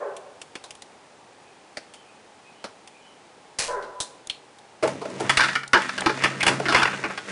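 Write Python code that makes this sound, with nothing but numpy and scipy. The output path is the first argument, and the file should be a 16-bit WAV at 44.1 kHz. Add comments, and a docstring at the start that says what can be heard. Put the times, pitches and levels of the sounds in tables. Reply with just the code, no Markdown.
"""A dog barks at once in a quiet room's steady air; small plastic bricks click on a tabletop, a bird calls faintly.
A short scrape, a second bark and a brick snapping home follow: bursts of grains ring the modes of brick or table.
After thuds on the table, joined baseplates are dragged over, clatter, squeak and are pressed flat.
The barks are harmonics and breath through a throat; the close microphone overloads softly on the hardest blows."""
import sys
import numpy as np
from scipy import signal
from scipy.fft import rfft, irfft
from scipy.io import wavfile
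from scipy.ndimage import uniform_filter1d

SR = 44100
rng = np.random.default_rng(int(sys.argv[2]) if len(sys.argv) > 2 else 0)


def store_pcm(level_fs):
    """Save levels as 16-bit WAV."""
    pcm = np.round(np.clip(level_fs, -1, 1) * 32767).astype(np.int16)
    wavfile.write(sys.argv[1], SR, np.atleast_2d(pcm).T)


N = 322371
TIME = np.arange(N) / SR  # s

# modes of a brick, the table and a plate: centre_hz (each ring detuned a little), energy_db, t60_s
BRICK_MODES = [(620, 13.5, 0.0085), (1430, 6, 0.0025), (2870, -15, 0.0028), (3470, 17, 0.0026),
               (4300, 10, 0.0076), (5700, -12, 0.0034), (8800, -22, 0.009)]
TABLE_MODES = [(333, -7.5, 0.078), (428.4, -0.5, 0.057), (514, -14, 0.027), (639, -1, 0.032),
               (860, 0.5, 0.022), (1050, -3, 0.028), (1326, 9, 0.01)]
PLATE_MODES = [(346, -1, 0.045), (427, -3, 0.075), (649, -6.5, 0.047), (860, -0.5, 0.084), (1014, 0, 0.022),
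               (1126, 1.5, 0.032), (1311, 8, 0.029), (1454, 4.5, 0.082), (1575, 7, 0.032),
               (1753, 5.5, 0.018), (2337, -0.5, 0.03), (2510, -1, 0.0083), (2907, 8, 0.0082),
               (3460, 10.5, 0.012), (4700, -16, .015), (5000, -28, .015)]
# how hard the hands move the plates: time_s, effort_db
HAND_EFFORT = [(4.82, -51), (4.85, -14.5), (5.0, -30.5), (5.18, -20), (5.41, -1), (5.55, -9), (5.71, -64),
               (5.77, -6), (5.92, -12.5), (6.12, -16.5), (6.23, -7), (6.39, -18), (6.5, -3.5),
               (6.61, -17.5), (6.77, -6.5), (7.05, -14.5), (7.22, -25.5), (7.31, -8)]
# how well the plates pass their bass to the table, weak while they are lifted: time_s, contact_db
TABLE_CONTACT = [(5.24, 12.5), (5.3, -6.5), (5.6, -10.5), (5.75, -0.5), (5.89, -8.5), (6.07, 7.5),
                 (6.22, -0.5), (6.62, 6), (6.86, -4.5), (7.0, 1.5)]


def amp(db):
    """Decibels to gain."""
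    return 10 ** (np.asarray(db) / 20)


def evened(x):
    """Scales to rms 1."""
    return x / np.sqrt(np.mean(x ** 2) + 1e-20)


def read(points, hz):
    """Interpolates a table on a log-frequency axis."""
    f, value = np.transpose(points)
    return np.interp(np.log(hz + 1), np.log(f + 1), value)


def follow(curve, s):
    """Reads a control curve at given times."""
    return np.interp(s, *np.transpose(curve))


def add(mix, s, sound):
    """Mixes a sound in at a time."""
    part = mix[max(round(s * SR), 0):][:len(sound)]
    part += sound[:len(part)]


def band(x, lo_hz, hi_hz, order=3):
    """Causal band-pass."""
    edges_hz = [lo_hz, min(hi_hz, SR / 2.1)]
    return signal.sosfilt(signal.butter(order, edges_hz, "band", fs=SR, output="sos"), x)


def coloured(x, spectrum):
    """Gives a whole track a spectrum, at rms 1."""
    gain = amp(read(spectrum, np.fft.rfftfreq(N, 1 / SR)))
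    return evened(irfft(rfft(x) * gain, N))


def body(modes, crack_db, detune=.004):
    """Impulse response of a thing: a bare crack plus decaying modes, each with the energy of its dB."""
    t = TIME[:SR // 3]
    ring = np.zeros(len(t))
    for hz, db, t60_s in modes:
        tone = np.sin(2 * np.pi * hz * rng.normal(1, detune) * t) * rng.choice([-1, 1])
        ring += amp(db - 60 * t / t60_s) * tone / np.sqrt(t60_s)
    ring = ring / np.linalg.norm(ring)
    ring[0] += amp(crack_db)
    return ring


def room(x, stretch):
    """Diffuse reflections that build up quickly and decay at a rate set per frequency."""
    # centre_hz, t60_s (before stretch)
    decay_points = [(130, 0.98), (300, 0.098), (700, 0.33), (2000, 0.2), (5000, 0.089), (10000, 0.091)]
    hz, t, z = signal.stft(rng.standard_normal(SR), SR, nperseg=256)
    decay = amp(-60 * t / (stretch * read(decay_points, hz)[:, None]))
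    tail = signal.istft(z * decay, SR, nperseg=256)[1][:SR]
    tail = tail * np.clip((TIME[:SR] - .004) / 0.0096, 0, 1)
    return signal.fftconvolve(x, tail / np.linalg.norm(tail))[:N]


def grains(count, per_s, spread_db):
    """Tiny slips of uneven size at random moments, at rms 1."""
    sizes = amp(spread_db * np.minimum(rng.exponential(1, count), 3)) * rng.standard_normal(count)
    return evened(sizes * (rng.random(count) < per_s / SR))


def blows(rows, modes, colour_db, rise_s, crack_db, first_db, scatter_db, thump_db, echo_db, echo_t60_s,
          lifted=False):
    """First contact and chatter ring a body; hardness brightens, and lifting weakens the bass."""
    # low, mid, high, top registers: from_hz, to_hz
    registers = [(230, 800), (800, 2500), (2500, 5000), (5000, 11000)]
    # per register: level_db per dB of hardness
    hardness_slopes = [-0.19, -0.035, 0.69, 1.3]
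    bass_modes_hz = 1230  # modes below this need the table under them
    out, t = np.zeros(N), TIME[:SR // 3]
    u = t / 0.0017
    thump = (1 - u) * np.exp(-u) * (1 - np.exp(-4 * u))  # a low thump with each blow
    for s, strength_db, hardness_db, t60_s in rows:
        levels_db = strength_db + np.array(colour_db) + hardness_db * np.array(hardness_slopes)
        bass_db = follow(TABLE_CONTACT, s) if lifted else 0
        levels_db[0] += bass_db

        swell = 1 - np.exp(-t / max(rise_s, .0001))
        contact = grains(len(t), 9000, 1.9) * amp(-60 * t / max(t60_s, .004)) * swell
        contact = contact / np.linalg.norm(contact)
        contact[0] += amp(first_db)

        # each blow has its own diffuse echo
        echo = rng.standard_normal(len(t)) * amp(-60 * t / echo_t60_s) * (1 - np.exp(-t / 0.022))
        contact = contact + amp(echo_db) * echo / np.linalg.norm(echo)

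        struck = [(hz, db + bass_db * (hz < bass_modes_hz) + scatter_db * rng.standard_normal(), ring_s)
                  for hz, db, ring_s in modes]
        sound = signal.fftconvolve(contact, body(struck, crack_db))[:len(t)]
        for (lo_hz, hi_hz), db in zip(registers, levels_db):
            part = band(sound, lo_hz, hi_hz)
            add(out, s, amp(db) * part / np.std(part[:SR // 64]))  # levelled on its first 1/64 s
        add(out, s, amp(max(levels_db[0], levels_db[-1]) + thump_db) * thump)
    return out


def room_air(level_db=-51.5):
    """The room's steady air: noise with a fixed spectrum."""
    # centre_hz, level_db (relative)
    air_points = [(25, -29), (75, -15.5), (110, -8.5), (250, -5), (430, -2), (680, -4), (820, 1),
                  (1000, -5.5), (1400, -9.5), (2500, -12.5), (4000, -16.5), (10000, -23), (13000, -93)]
    return amp(level_db) * coloured(rng.standard_normal(N), air_points)


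def dog(rough=0.47, wet_db=-5.5):
    """Rough, falling barks through throat resonances, dulled and smeared by the rooms between."""
    # start_s, length_s, level_db (before the output gain), mouth_db (opening: gain of the upper throat)
    bark_rows = [(0.0, .12, -25.5, -11.5), (3.675, .17, -24.5, 1.5)]
    # resonances, lowest first: centre_hz, width_hz, gain_db
    throat_rows = [(458, 200, -2), (835, 44, -7.5), (997, 7, 9.5), (1460, 400, -9.5)]
    top_hz, end_hz, fall_share = 587, 378.2, .4  # pitch holds, then drops around this share of the length
    rise_share, fade_db = 0.13, -14.5  # share of the length spent rising; level change by the end
    out = np.zeros(N)
    for s, length_s, db, mouth_db in bark_rows:
        u = np.linspace(0, 1, int(length_s * SR))
        hz = end_hz + (top_hz - end_hz) / (1 + (u / fall_share) ** 5)
        jitter = evened(uniform_filter1d(rng.standard_normal(SR), 90))[:len(u)]
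        turns = np.cumsum(hz * (1 + 0.045 * jitter)) / SR
        folds = evened(sum(np.cos(2 * np.pi * k * turns) for k in range(1, 6)))
        breath = rng.standard_normal(SR)[:len(u)] * np.exp(-2 * (turns % 1))  # one puff per cycle
        puffs = evened(band(breath, 448, 1420))
        drive = (1 - rough) * folds + rough * puffs
        low, *upper = [amp(gain_db) * signal.lfilter(*signal.iirpeak(f_hz, f_hz / width_hz, SR), drive)
                       for f_hz, width_hz, gain_db in throat_rows]
        voice = low + amp(mouth_db) * sum(upper)
        envelope = np.minimum(u / rise_share, 1) * amp(db + fade_db * u ** 2)
        add(out, s, envelope * evened(band(voice, 286, 1590)))
    return amp(-3.5) * (out + amp(wet_db) * room(out, 3.2))


def brick_clicks():
    """Small bricks touching: short chatter rings the brick's modes."""
    # start_s, strength_db, hardness_db, chatter_t60_s
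    click_rows = [(0.166, -42, 4, 0.048), (0.416, -35.5, 1, .048), (0.554, -27, -7, 0.074),
                  (0.64, -34, -2.5, 0.12), (0.707, -37.5, 2, 0.044), (0.752, -47.5, 3, .027),
                  (0.821, -38.5, 1, .042), (1.771, -23.5, -8, 0.071), (1.938, -41.5, 1, 0.099),
                  (2.642, -23, -10.5, 0.12), (2.875, -44, 2, .035), (3.826, -34, -10, 0.2),
                  (4.003, -24, 4, .13), (4.272, -41.5, 7, 0.011), (4.586, -46.5, -1.5, 0.026),
                  (5.678, -44.5, 8, 0.018), (6.007, -29.5, 2.5, 0.012)]
    return blows(click_rows, BRICK_MODES, colour_db=[-15, -11.5, -6.5, -8.5], rise_s=0.0005, crack_db=6.5,
                 first_db=-6.0, scatter_db=0.5, thump_db=-0.5, echo_db=-13.5, echo_t60_s=0.39)


def bird(arch_hz=170, waver_hz=80):
    """Short whistles whose pitch and level arch, with a random waver and room reflections."""
    # start_s, length_s, pitch_hz (at the top of the arch), level_db (before the output gains)
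    whistle_rows = [(1.433, 0.083, 2510, -62.5), (1.923, 0.12, 3080, -62), (2.047, 0.098, 2495, -61.5),
                    (2.443, 0.074, 2500, -56.5), (2.515, 0.15, 3000, -61.5), (2.932, 0.057, 2500, -55.5),
                    (2.984, 0.17, 3040, -60.5)]
    out = np.zeros(N)
    for s, length_s, hz, db in whistle_rows:
        arch = np.sin(np.pi * np.linspace(0, 1, int(length_s * SR)))
        waver = evened(uniform_filter1d(rng.standard_normal(len(arch)), 150))
        pitch_hz = hz + arch_hz * (arch - 1) + waver_hz * waver
        add(out, s, amp(db) * arch * np.sin(2 * np.pi * np.cumsum(pitch_hz) / SR))
    return amp(3.5) * out + amp(1.5) * room(out, 2.5)


def scrape(start_s=3.586, rise_s=0.0027, hold_s=0.0057, fall_db_per_s=185, peak_db=-22):
    """A brick flicked over the table: a burst of bright, fine slips that dies away fast."""
    # centre_hz, level_db (relative)
    scrape_points = [(15, -20), (25, -10), (75, -42), (221, -18.5), (284, -22.5), (519, -4), (775, -8),
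                     (1050, -10), (1420, -10.5), (2720, -6), (3080, -9.5), (4480, -5.5), (10000, -9),
                     (13000, -50), (22000, -120)]
    slips = grains(N, 8000, 3)
    t = TIME - start_s
    fall = amp(peak_db - fall_db_per_s * np.maximum(t - hold_s, 0))  # hold_s counts from the start
    return np.clip(t / rise_s, 0, 1) * fall * coloured(slips, scrape_points)


def boom(x):
    """The table's lowest modes hum on after what drives them."""
    t = TIME[:SR]
    low_modes = [(73, -66.5, 0.18), (135.7, -50.5, 0.87), (197.2, -60.5, 0.38)]  # centre_hz, level_db, t60_s
    ring = sum(amp(db - 60 * t / t60_s) * np.sin(2 * np.pi * hz * t) for hz, db, t60_s in low_modes)
    return signal.fftconvolve(x, ring)[:N]


def brick_snap():
    """A brick snapping home on its studs: one blow on the brick's modes."""
    # start_s, strength_db, hardness_db, chatter_t60_s
    snap_rows = [(4.298, -26, 1.5, 0.047)]
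    return blows(snap_rows, BRICK_MODES, colour_db=[-29, -18.5, -1, -16], rise_s=0.00061, crack_db=8,
                 first_db=-7, scatter_db=3.5, thump_db=-3, echo_db=-12, echo_t60_s=0.23)


def slide(rumble_db=-29, rasp_db=-28.5, hiss_db=-35, hiss_slope=0.58):
    """Slips under the moving plates shake table and plastic, with a fine hiss; all follow the effort."""
    effort_db, moving = follow(HAND_EFFORT, TIME), TIME > HAND_EFFORT[0][0]
    slips = grains(N, 900, 3.5)
    rumble = evened(band(signal.fftconvolve(slips, body(TABLE_MODES, 12.4))[:N], 161, 714))
    rasp = evened(band(signal.fftconvolve(slips, body(PLATE_MODES, 11.0))[:N], 890, 2180, order=2))
    fine_slips = grains(N, 6000, 3.5)
    hiss_points = [(300, -42), (2000, 9.0), (4000, 2), (6500, 0.5), (10000, -6.5), (13000, -66)]
    hiss = coloured(fine_slips, hiss_points)
    rumble = amp(rumble_db + effort_db + follow(TABLE_CONTACT, TIME)) * rumble
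    rasp = amp(rasp_db + effort_db) * rasp
    hiss = amp(hiss_db + hiss_slope * effort_db) * hiss
    return moving * (rumble + rasp + hiss)


def table_thuds():
    """Dull blows on the table: slower-swelling chatter rings its modes."""
    # start_s, strength_db, hardness_db, chatter_t60_s
    thud_rows = [(4.826, -11, -2, 0.089), (4.875, -18, 3.5, 0.025), (5.014, -23.5, -3, 0.068),
                 (5.052, -23, -3.5, 0.034), (5.098, -33, 5, .06), (5.199, -17.5, 2.5, 0.063),
                 (5.234, -31, 1, 0.089), (6.598, -16.5, -2, 0.025)]
    return blows(thud_rows, TABLE_MODES, colour_db=[-7, -14, -22, -24.5], rise_s=0.0044, crack_db=3.5,
                 first_db=-15.0, scatter_db=1.5, thump_db=-15, echo_db=-6.5, echo_t60_s=0.19)


def plate_knocks():
    """Baseplates knocking and rattling: their bass varies with contact to the table."""
    # start_s, strength_db, hardness_db, chatter_t60_s
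    knock_rows = [(5.295, -6.5, 6.5, 0.067), (5.372, -8.5, 9, .058), (5.394, -8.5, -2, .05),
                  (5.406, -8, 3.5, .08), (5.436, -11, 3.5, 0.1), (5.486, -17, -0.5, 0.099),
                  (5.554, -11.5, 0.5, 0.065), (5.633, -26, 1, .036), (5.733, -2, -1, 0.051),
                  (5.744, -5.5, -6, 0.12), (5.82, -24.5, 7, 0.016), (5.892, -18.5, 1.5, 0.03),
                  (5.979, -18.5, 5.5, 0.05), (6.018, -22, -14, 0.025), (6.061, -8.5, 1, .077),
                  (6.095, -16, -1, 0.062), (6.238, -8, 4.5, 0.093), (6.256, -15.5, -5, 0.033),
                  (6.406, -26, 12.5, 0.032), (6.43, -15.5, 11, .04), (6.466, -9.5, 9, 0.055),
                  (6.479, -9, 9, 0.076), (6.656, -17, -1, 0.1), (6.685, -12.5, 2.5, 0.23),
                  (6.724, -13.5, 4.5, 0.056), (6.747, -5, 1, .05), (6.762, -9.5, 3, 0.26),
                  (6.82, -12, -2, 0.12), (6.83, -9.5, 4, 0.027), (6.855, -11, -9, 0.027),
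                  (6.875, -18, -4, 0.046), (6.931, -24, -28, 0.075), (7.039, -17, -6, 0.089),
                  (7.101, -25, -9, 0.14), (7.176, -22.5, 4.5, 0.063)]
    return blows(knock_rows + rattles(count=26), PLATE_MODES, colour_db=[-16.0, -7.0, -15.0, -28.5],
                 rise_s=.0016, crack_db=6.5, first_db=-6.5, scatter_db=3.5, thump_db=2, echo_db=-9.5,
                 echo_t60_s=0.24, lifted=True)


def rattles(count, strength_db=-21, spread_db=3, hardness_db=4, t60_s=0.02):
    """Rows of light knocks, one at a random moment of each equal slot, as strong as the hands' effort."""
    # from_s, to_s
    span_s = (5.3, 7.1)
    chance = rng.random((count, 3))
    times_s = span_s[0] + (span_s[1] - span_s[0]) * (np.arange(count) + chance[:, 0]) / count
    return [(s, strength_db + follow(HAND_EFFORT, s) + spread_db * size, hardness_db + spread_db * edge, t60_s)
            for s, (size, edge) in zip(times_s, 2 * chance[:, 1:] - 1)]


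def squeak(centre_hz=2350, width_hz=650):
    """A plate's edge on the table: quick stick and slip in one broad resonance, swelling and fading."""
    # start_s, length_s, level_db
    squeak_rows = [(6.166, .125, -34), (6.402, 0.025, -22.5)]
    slips, swell = grains(N, 2500, 2), np.zeros(N)
    for s, length_s, db in squeak_rows:
        add(swell, s, amp(db) * np.sqrt(np.hanning(int(length_s * SR))))
    return swell * evened(band(slips, centre_hz - width_hz / 2, centre_hz + width_hz / 2, order=2))


def scene():
    """Plastic on the table, the room around it, and the dog and bird beyond."""
    clicks, snap = brick_clicks(), brick_snap()
    thuds, knocks = table_thuds(), plate_knocks()
    rubbing = scrape() + slide() + squeak()
    plastic = clicks + snap + thuds + knocks + rubbing
    reflections = amp(-9.0) * room(rubbing, 0.78)  # the blows carry their own echoes
    hum = boom(amp(10) * thuds + amp(2.5) * (knocks + rubbing))
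    return (plastic + reflections + hum + dog() + bird() + room_air())[None]


def record(dry, lopsided=3.4, ceiling=.56, edge_hz=10250):
    """Soft overload, slightly lopsided so that sharp treble leaves a low bump; then the band limit."""
    bump = band(band(dry, 4000, 11000) ** 2, 49, 220, order=2)
    squashed = ceiling * np.tanh((dry + lopsided * bump) / ceiling)
    low_pass = signal.firwin(511, edge_hz, window=("kaiser", 8), fs=SR)
    return signal.oaconvolve(squashed, low_pass[None], "same")


dry = scene()
out = record(dry)
store_pcm(out)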